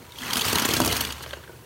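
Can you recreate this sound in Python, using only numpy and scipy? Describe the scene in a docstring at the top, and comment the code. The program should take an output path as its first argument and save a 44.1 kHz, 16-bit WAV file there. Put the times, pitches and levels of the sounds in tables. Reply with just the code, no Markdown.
"""A spin mop is pushed down in a plastic bucket, close by in a small hard room. The wet head swishes round,
throwing spray and sloshing water, while the handle's screw drive chatters, rings the tube and knocks the
tub. The handle bottoms out with a dull thump and the bucket rings on with a low hum. As the spin dies
away, the loose shaft clicks and the head bumps the bucket wall."""
import sys
import numpy as np
from scipy import signal
from scipy.fft import rfft, irfft
from scipy.io import wavfile
from scipy.ndimage import uniform_filter1d, map_coordinates

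SR = 44100
rng = np.random.default_rng(int(sys.argv[2]) if len(sys.argv) > 2 else 0)


def wav_out(sig):
    """Save sig, one row per channel (or a flat mono array), as 16-bit PCM at SR to the path in sys.argv[1]."""
    wavfile.write(sys.argv[1], SR, np.round(np.clip(np.atleast_2d(sig).T, -1, 1) * 32767).astype(np.int16))


N = 72765
TOP_HZ = 15850
HIT_TIME_S = np.arange(SR // 10) / SR


def amp(db):
    """Decibels to gain."""
    return 10 ** (np.asarray(db) / 20)


def unit(x):
    """Scale to rms 1."""
    return x / np.sqrt(np.mean(x ** 2) + 1e-20)


def since(start_s):
    """Seconds after start_s, zero before."""
    return np.maximum(np.arange(N) / SR - start_s, 0)


def add(out, start_s, x):
    """Mix x into out at start_s."""
    part = out[max(round(start_s * SR), 0):][:len(x)]
    part += x[:len(part)]


def coloured(x, spectrum):
    """Minimum-phase filter from (frequency [Hz], gain [dB]) points."""
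    size = 8192
    hz, db = np.transpose(spectrum)
    bin_db = np.interp(np.log(np.fft.rfftfreq(size, 1 / SR) + 1), np.log(hz), db)
    cepstrum = irfft(np.log(amp(bin_db)))
    cepstrum[1:size // 2] *= 2
    cepstrum[size // 2 + 1:] = 0
    return signal.fftconvolve(x, irfft(np.exp(rfft(cepstrum))))[:len(x)]


def noise(samples, spectrum):
    """Coloured noise, rms 1."""
    return unit(coloured(rng.standard_normal(samples), spectrum))


def wobble(knots_per_s):
    """Smooth random curve."""
    return map_coordinates(rng.standard_normal(N // 100), [np.arange(N) * knots_per_s / SR], mode="mirror")


def grains(per_s, spread_db, share):
    """Tiny random impacts over white noise; share is their part of the power."""
    size = amp(spread_db * np.minimum(rng.exponential(size=N), np.pi))
    ticks = (rng.random(N) < per_s / SR) * size * rng.choice([-1, 1], N)
    return np.sqrt(share) * unit(ticks) + np.sqrt(1 - share) * rng.standard_normal(N)


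def ring(modes, t, scatter_db):
    """Damped modes, t seconds after a blow."""
    return sum(amp(db + scatter_db * rng.normal() - 60 * t / t60) * np.sin(2 * np.pi * hz * t) * (-1) ** k
               for k, (hz, db, t60) in enumerate(modes))


def dappled(x, depth_db):
    """Random gain patches in time and frequency; rms 1."""
    bins = signal.stft(x, nperseg=256)[2]
    patches = uniform_filter1d(rng.standard_normal(bins.shape), size=5, axis=0)
    patches = uniform_filter1d(patches, size=4, axis=1)
    return unit(signal.istft(bins * amp(depth_db * unit(patches)))[1][:N])


def patchy(x, depth_db, knots=40):
    """Random colour for one contact, energy kept."""
    bins = rfft(x)
    hills = np.interp(np.linspace(0, knots - 1, len(bins)), np.arange(knots), rng.standard_normal(knots))
    tinted = irfft(bins * amp(depth_db * hills), len(x))
    return tinted * np.linalg.norm(x) / np.linalg.norm(tinted)


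def bubbles(per_s=410, median_hz=2970, log_spread=0.42, t60_cycles=72):
    """Small bubbles, each a damped tone of its own pitch; rms 1."""
    onset, u, v, size = rng.random((int(per_s * N / SR), 4)).T[:, :, None]
    gaussian = np.sqrt(-2 * np.log(u)) * np.cos(2 * np.pi * v)
    hz = np.minimum(median_hz * np.exp(log_spread * gaussian), TOP_HZ)
    age = np.arange(SR // 25)
    cycles = hz * age / SR
    envelope = size ** 2 * amp(-60 * cycles / t60_cycles) * (1 - np.exp(-cycles / 2))
    tones = envelope * np.sin(2 * np.pi * cycles)
    positions = (onset * N).astype(int) + age
    return unit(np.bincount(positions.ravel(), tones.ravel(), N)[:N])


# Spray spectrum (frequency [Hz], gain [dB])
SPRAY_SPECTRUM = [(1200, -20), (2400, -4.5), (3000, 1), (3750, -4), (4350, 2), (5000, -6.5), (6300, -2.5),
                  (7700, -9), (8800, -6.5), (10300, -11.5), (11500, -8), (15500, -12)]


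def spray(drive_db, fizz_db_per_db=0.16, neutral_db=-45, bubble_db=-3.5):
    """Flung drops and bubbles; a faster spin throws a brighter spray."""
    drops = coloured(grains(per_s=2200, spread_db=3, share=0.52), SPRAY_SPECTRUM)
    drops = dappled(drops, depth_db=2.5)
    fizz = signal.sosfiltfilt(signal.butter(2, 7900, "high", fs=SR, output="sos"), drops)
    fizz_gain = amp(fizz_db_per_db * (drive_db - neutral_db))
    return drops + fizz * (fizz_gain - 1) + amp(bubble_db) * bubbles()


# Slosh spectrum (frequency [Hz], gain [dB])
SLOSH_SPECTRUM = [(300, -19.5), (520, -5.5), (700, -11), (900, 4.5), (1350, 2), (2000, -0.5), (2300, -5.5),
                  (3500, -8), (8000, -59)]
# Tub response (frequency [Hz], gain [dB])
TUB_SPECTRUM = [(20, -37), (45, -10), (65, -6.5), (100, 1), (170, -4.5), (192, -5), (240, 2.5), (280, 1),
                (380, -8), (440, -3), (530, -12), (700, -8.5), (1500, -31.5), (5000, -64)]
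# Spin envelopes (time [s], spray [dB], slosh [dB], rumble [dB])
WHIRL_LEVELS = [(0.0, -55, -53, -44), (0.11, -54, -56, -65), (0.188, -42.5, -50.5, -50),
                (0.276, -36, -33, -38.5), (0.412, -32.5, -37, -39), (0.476, -28, -33, -35.5),
                (0.55, -30.5, -29, -33), (0.618, -32, -28.5, -36), (0.762, -31.5, -35.5, -35),
                (0.858, -32.5, -39, -28), (0.95, -30, -32, -37), (1.08, -38.5, -39.5, -40),
                (1.18, -46, -45.5, -50.5), (1.328, -47, -50.5, -55.5), (1.46, -58, -53.5, -58.5),
                (1.65, -57, -59, -56.5)]


def whirl(spray_trim_db=-1.5, rumble_trim_db=-0.5):
    """Wet strands sweep round: gritty spray, sloshing water, rumbling tub."""
    times_s, *levels = np.transpose(WHIRL_LEVELS)
    spray_db, slosh_db, rumble_db = [np.interp(since(0), times_s, level) for level in levels]
    flutter_db = 1.5 * wobble(150)
    drops = spray(spray_db) * amp(spray_db + spray_trim_db + flutter_db)
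    slosh = unit(coloured(grains(per_s=900, spread_db=8.5, share=0.46), SLOSH_SPECTRUM))
    rumble = noise(N, TUB_SPECTRUM) * amp(rumble_db + rumble_trim_db)
    return drops + slosh * amp(slosh_db + flutter_db / 2 + 0.63 * wobble(60.45)) + rumble


# Room tone spectrum (frequency [Hz], gain [dB])
AIR_SPECTRUM = [(20, -39), (45, -25), (70, 11), (90, 0.5), (130, 9), (220, -13.5), (370, -4), (480, -3),
                (700, -10.5), (1500, -20.5), (4000, -22.5), (15000, -21)]


def room_tone(level_db=-48):
    """Steady low background noise."""
    return amp(level_db) * noise(N, AIR_SPECTRUM)


def rub(centre_s=0.124, half_width_s=0.062, centre_hz=960, sag_hz_per_s=513, waver_hz=14.5):
    """Faint rubbing whine that sags as the head starts to turn."""
    t = since(0) - centre_s
    hz = centre_hz - sag_hz_per_s * t + waver_hz * wobble(40)
    level_db = -49.5 + 3.5 * wobble(70)
    return amp(level_db) * np.exp(-(t / half_width_s) ** 4) * np.sin(2 * np.pi * np.cumsum(hz) / SR)


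# Single drops (time [s], bubble pitch [Hz], level [dB])
DRIP_EVENTS = [(0.121, 3680, -34.5), (0.158, 3320, -35), (0.186, 3250, -25.5), (0.219, 3200, -27),
               (0.234, 2000, -23.5), (0.307, 3200, -18)]


def drips(t60_s=0.027, splash_db=-8.5):
    """Each drop makes a tiny splash and a short bubble ping."""
    out, t = np.zeros(N), HIT_TIME_S
    for start_s, hz, db in DRIP_EVENTS:
        splash = amp(splash_db) * noise(len(t), SPRAY_SPECTRUM)
        ping = (1 - np.exp(-hz * t / 2)) * np.sin(2 * np.pi * hz * t)
        add(out, start_s, amp(db - 60 * t / t60_s) * (ping + splash))
    return out


# Hollow tub swells (time [s], level [dB])
BOOM_EVENTS = [(0.212, -25.5), (0.31, -32), (0.366, -30)]


def booms(hz=252.3, rise_s=0.016, t60_s=0.14):
    """The first sweeps of the strands swell the tub's hollow resonance."""
    out = np.zeros(N)
    for start_s, db in BOOM_EVENTS:
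        t = since(start_s)
        out += amp(db - 60 * t / t60_s) * (1 - np.exp(-t / rise_s)) * np.sin(2 * np.pi * hz * t)
    return out


def excite(body, contact):
    """A body's impulse response driven by noise under the contact envelope, at that envelope's energy."""
    response = signal.fftconvolve(contact * rng.standard_normal(len(contact)), body)
    return response * np.linalg.norm(contact) / np.linalg.norm(response)


# Drive rasp spectrum (frequency [Hz], gain [dB])
RASP_SPECTRUM = [(300, -20.5), (900, 2.5), (1500, -3), (2300, -6.5), (3150, -5), (4400, -4), (5200, -4),
                 (6300, 0.5), (7700, -5.5), (8900, -2), (10300, -6.5), (11500, -3), (15500, -8)]
# Handle tube modes (frequency [Hz], level [dB], t60 [s])
TUBE_MODES = [(2600, -4.5, 0.0064), (3200, 0, 0.0086), (4450, -2.5, 0.01), (6460, -11.5, 0.003)]
# Drive catches (time [s], nominal length [s], rasp [dB], tube ring [dB], knock [dB])
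DRIVE_CATCHES = [(0.332, 0.0044, -21.5, -18.5, -36), (0.356, 0.0024, -26, -18, -26),
                 (0.369, 0.0022, -20.5, -16.5, -27), (0.376, 0.0082, -28.5, -31, -28),
                 (0.394, 0.0036, -31, -20.5, -38), (0.409, 0.0069, -27.5, -18.5, -36),
                 (0.418, 0.0018, -35, -14.5, -37), (0.444, 0.0049, -42, -21, -48),
                 (0.451, 0.005, -26.5, -26, -30), (0.463, 0.0037, -26, -39, -28),
                 (0.482, 0.0027, -24, -19, -28), (0.5288, 0.0033, -22, -19, -18),
                 (0.555, 0.0047, -21.5, -15, -20.5), (0.584, 0.002, -23, -14, -42),
                 (0.595, 0.0067, -24, -26, -37), (0.619, 0.0065, -25.5, -23, -22),
                 (0.649, 0.002, -24.5, -16.5, -21), (0.653, 0.0063, -21.5, -28, -26),
                 (0.6881, 0.0017, -21.5, -18.5, -17), (0.706, 0.016, -30, -23.5, -23),
                 (0.736, 0.0057, -21, -18.5, -20), (0.766, 0.005, -23, -19.5, -22),
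                 (0.816, 0.0045, -27, -21, -18.5), (0.848, 0.0018, -20.5, -38, -35),
                 (0.858, 0.01, -22.5, -51, -24), (0.875, 0.0062, -25.5, -24.5, -21.5),
                 (0.912, 0.0028, -30, -22, -31), (0.923, 0.0072, -24.5, -24, -22.5),
                 (0.965, 0.0064, -24.5, -21.5, -29.5), (1.007, 0.0088, -22, -23, -27.5),
                 (1.049, 0.0036, -29.5, -21.5, -56), (1.104, 0.0054, -43, -27.5, -56),
                 (1.123, 0.0041, -34.5, -31.5, -39), (1.224, 0.017, -39.5, -38.5, -56)]


def chatter(rise_s=0.00027, rasp_t60_s=0.027, knock_t60_s=0.043, tube_trim_db=-4.5, knock_trim_db=-3):
    """Each catch of the screw drive is a short rasp of ticks that rings the tube and knocks the tub."""
    out, t = np.zeros(N), HIT_TIME_S
    ticks = unit(coloured(grains(per_s=5200, spread_db=3, share=0.5), RASP_SPECTRUM))
    tub = coloured(signal.unit_impulse(len(t)), TUB_SPECTRUM)
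    rise = np.minimum(t / rise_s, 1)
    for start_s, length_s, rasp_db, tube_db, knock_db in DRIVE_CATCHES:
        scrape = rise * amp(-60 * np.maximum(t - 0.77 * length_s, 0) / rasp_t60_s)
        shove = rise * amp(-60 * np.maximum(t - length_s / 2, 0) / knock_t60_s)
        rasp = patchy(scrape * ticks[round(start_s * SR):][:len(t)], depth_db=3)
        detuned = [(hz * np.exp(0.069 * rng.normal()), db, t60) for hz, db, t60 in TUBE_MODES]
        tube = ring(detuned, t, scatter_db=3)
        add(out, start_s, amp(rasp_db) * rasp)
        add(out, start_s, amp(tube_db + tube_trim_db) * excite(tube, scrape ** 2))
        add(out, start_s, amp(knock_db + knock_trim_db) * excite(tub, shove))
    return out


# Bucket modes (frequency [Hz], level [dB], t60 [s])
BUCKET_MODES = [(100, -12, 0.07), (117, -6.5, 0.3), (246, -3, 0.16), (271.4, -3, 0.38), (332, 3, 0.13),
                (434.8, -15, 0.55), (589, -4, 0.19), (717, -11, 0.19), (934, -3, 0.13), (1000, 3, 0.029),
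                (1390, -12, 0.061), (1510, -0.5, 0.076)]


def thump(start_s=0.8023, push_hz=830, push_width_s=0.00055, snap_t60_s=0.025):
    """The handle bottoms out: a blunt push with a snap, then the bucket's modes."""
    out, t = np.zeros(N), np.arange(SR // 4) / SR
    from_peak_s = t - 1.12 * push_width_s
    push = np.exp(-(from_peak_s / push_width_s) ** 2) * np.cos(2 * np.pi * push_hz * from_peak_s)
    snap = amp(-60 * t / snap_t60_s) * noise(len(t), RASP_SPECTRUM)
    bucket = ring(BUCKET_MODES, t, scatter_db=-0.5)
    add(out, start_s, amp(-7.5) * push + amp(-17) * snap + amp(-24) * bucket)
    return out


def hum(start_s=0.85, hz=71.4, level_db=-34, rise_s=0.018, t60_s=2.25):
    """The bucket's lowest mode swells after the stroke and fades slowly."""
    t = since(start_s)
    return amp(level_db - 60 * t / t60_s) * (1 - np.exp(-t / rise_s)) * np.sin(2 * np.pi * hz * t)


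# Crack spectrum (frequency [Hz], gain [dB])
CRACK_SPECTRUM = [(200, -14), (900, 1), (4400, -1), (5500, -24), (9000, -20), (15000, -37)]
# Plastic clunk spectrum (frequency [Hz], gain [dB])
CLUNK_SPECTRUM = [(100, -23), (230, -20), (350, -4), (480, 0.5), (620, 6), (780, -8), (950, 0.5),
                  (1300, -9), (2500, -27), (8000, -55)]
# Shaft modes (frequency [Hz], level [dB], t60 [s])
SHAFT_MODES = [(1568, 2.5, 0.034), (2000, -7, 0.029), (3020, -12, 0.022), (3530, -8, 0.025)]
# Shaft taps (time [s], level [dB], clunk offset [dB], ring offset [dB])
CLICK_EVENTS = [(1.208, -35, 6.5, -9), (1.239, -32.5, -3, -6), (1.262, -31.5, 2, -19),
                (1.309, -30.5, -12, -16), (1.332, -24.5, -1.5, -21), (1.3358, -28, -10, -5),
                (1.438, -45.5, -7, 4.5), (1.477, -49, -6, 7)]


def clicks(crack_db=-1.5, crack_t60_s=0.02, clunk_db=-6, clunk_t60_s=0.049):
    """The loose shaft taps: a crack, a plastic clunk and a short ring."""
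    out, t = np.zeros(N), HIT_TIME_S
    for start_s, db, dull_db, ring_db in CLICK_EVENTS:
        crack = noise(len(t), CRACK_SPECTRUM) * amp(crack_db - 60 * t / crack_t60_s)
        clunk = noise(len(t), CLUNK_SPECTRUM) * amp(clunk_db + dull_db - 60 * t / clunk_t60_s)
        shaft = amp(ring_db) * ring(SHAFT_MODES, t, scatter_db=-1)
        add(out, start_s, amp(db) * (crack + clunk + shaft))
    return out


# Bucket wall modes (frequency [Hz], level [dB], t60 [s])
WALL_MODES = [(353, 1, 0.074), (477, -1.5, 0.07), (643, -1.5, 0.05), (940, -4.5, 0.055), (1478, -2.5, 0.08)]
# Head against wall (time [s], level [dB])
BUMP_EVENTS = [(1.369, -41.5), (1.4937, -38), (1.532, -44)]


def bumps(rise_s=0.001):
    """The slowing head bumps softly against the hollow bucket wall."""
    out, t = np.zeros(N), HIT_TIME_S
    for start_s, db in BUMP_EVENTS:
        add(out, start_s, amp(db) * (1 - np.exp(-t / rise_s)) * ring(WALL_MODES, t, scatter_db=0.5))
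    return out


def reverb(x, level_db=-12, t60_s=0.3, predelay_s=0.003):
    """Short diffuse tail of a small hard room."""
    t = np.arange(SR // 2) / SR
    tail = rng.standard_normal(len(t)) * amp(-60 * t / t60_s) * (t > predelay_s)
    return amp(level_db) * signal.fftconvolve(x, tail / np.linalg.norm(tail))[:N]


def scene():
    """Mop and bucket in the room, mono."""
    mop = rub() + whirl() + chatter() + thump() + clicks() + bumps() + booms() + drips()
    return (mop + room_tone() + reverb(mop) + hum())[None]


def record(dry):
    """Brick-wall low-pass at TOP_HZ."""
    size = 2 * N
    passband = np.fft.rfftfreq(size, 1 / SR) < TOP_HZ
    return irfft(rfft(dry, size) * passband, size)[:, :N]


dry = scene()
out = record(dry)
wav_out(out)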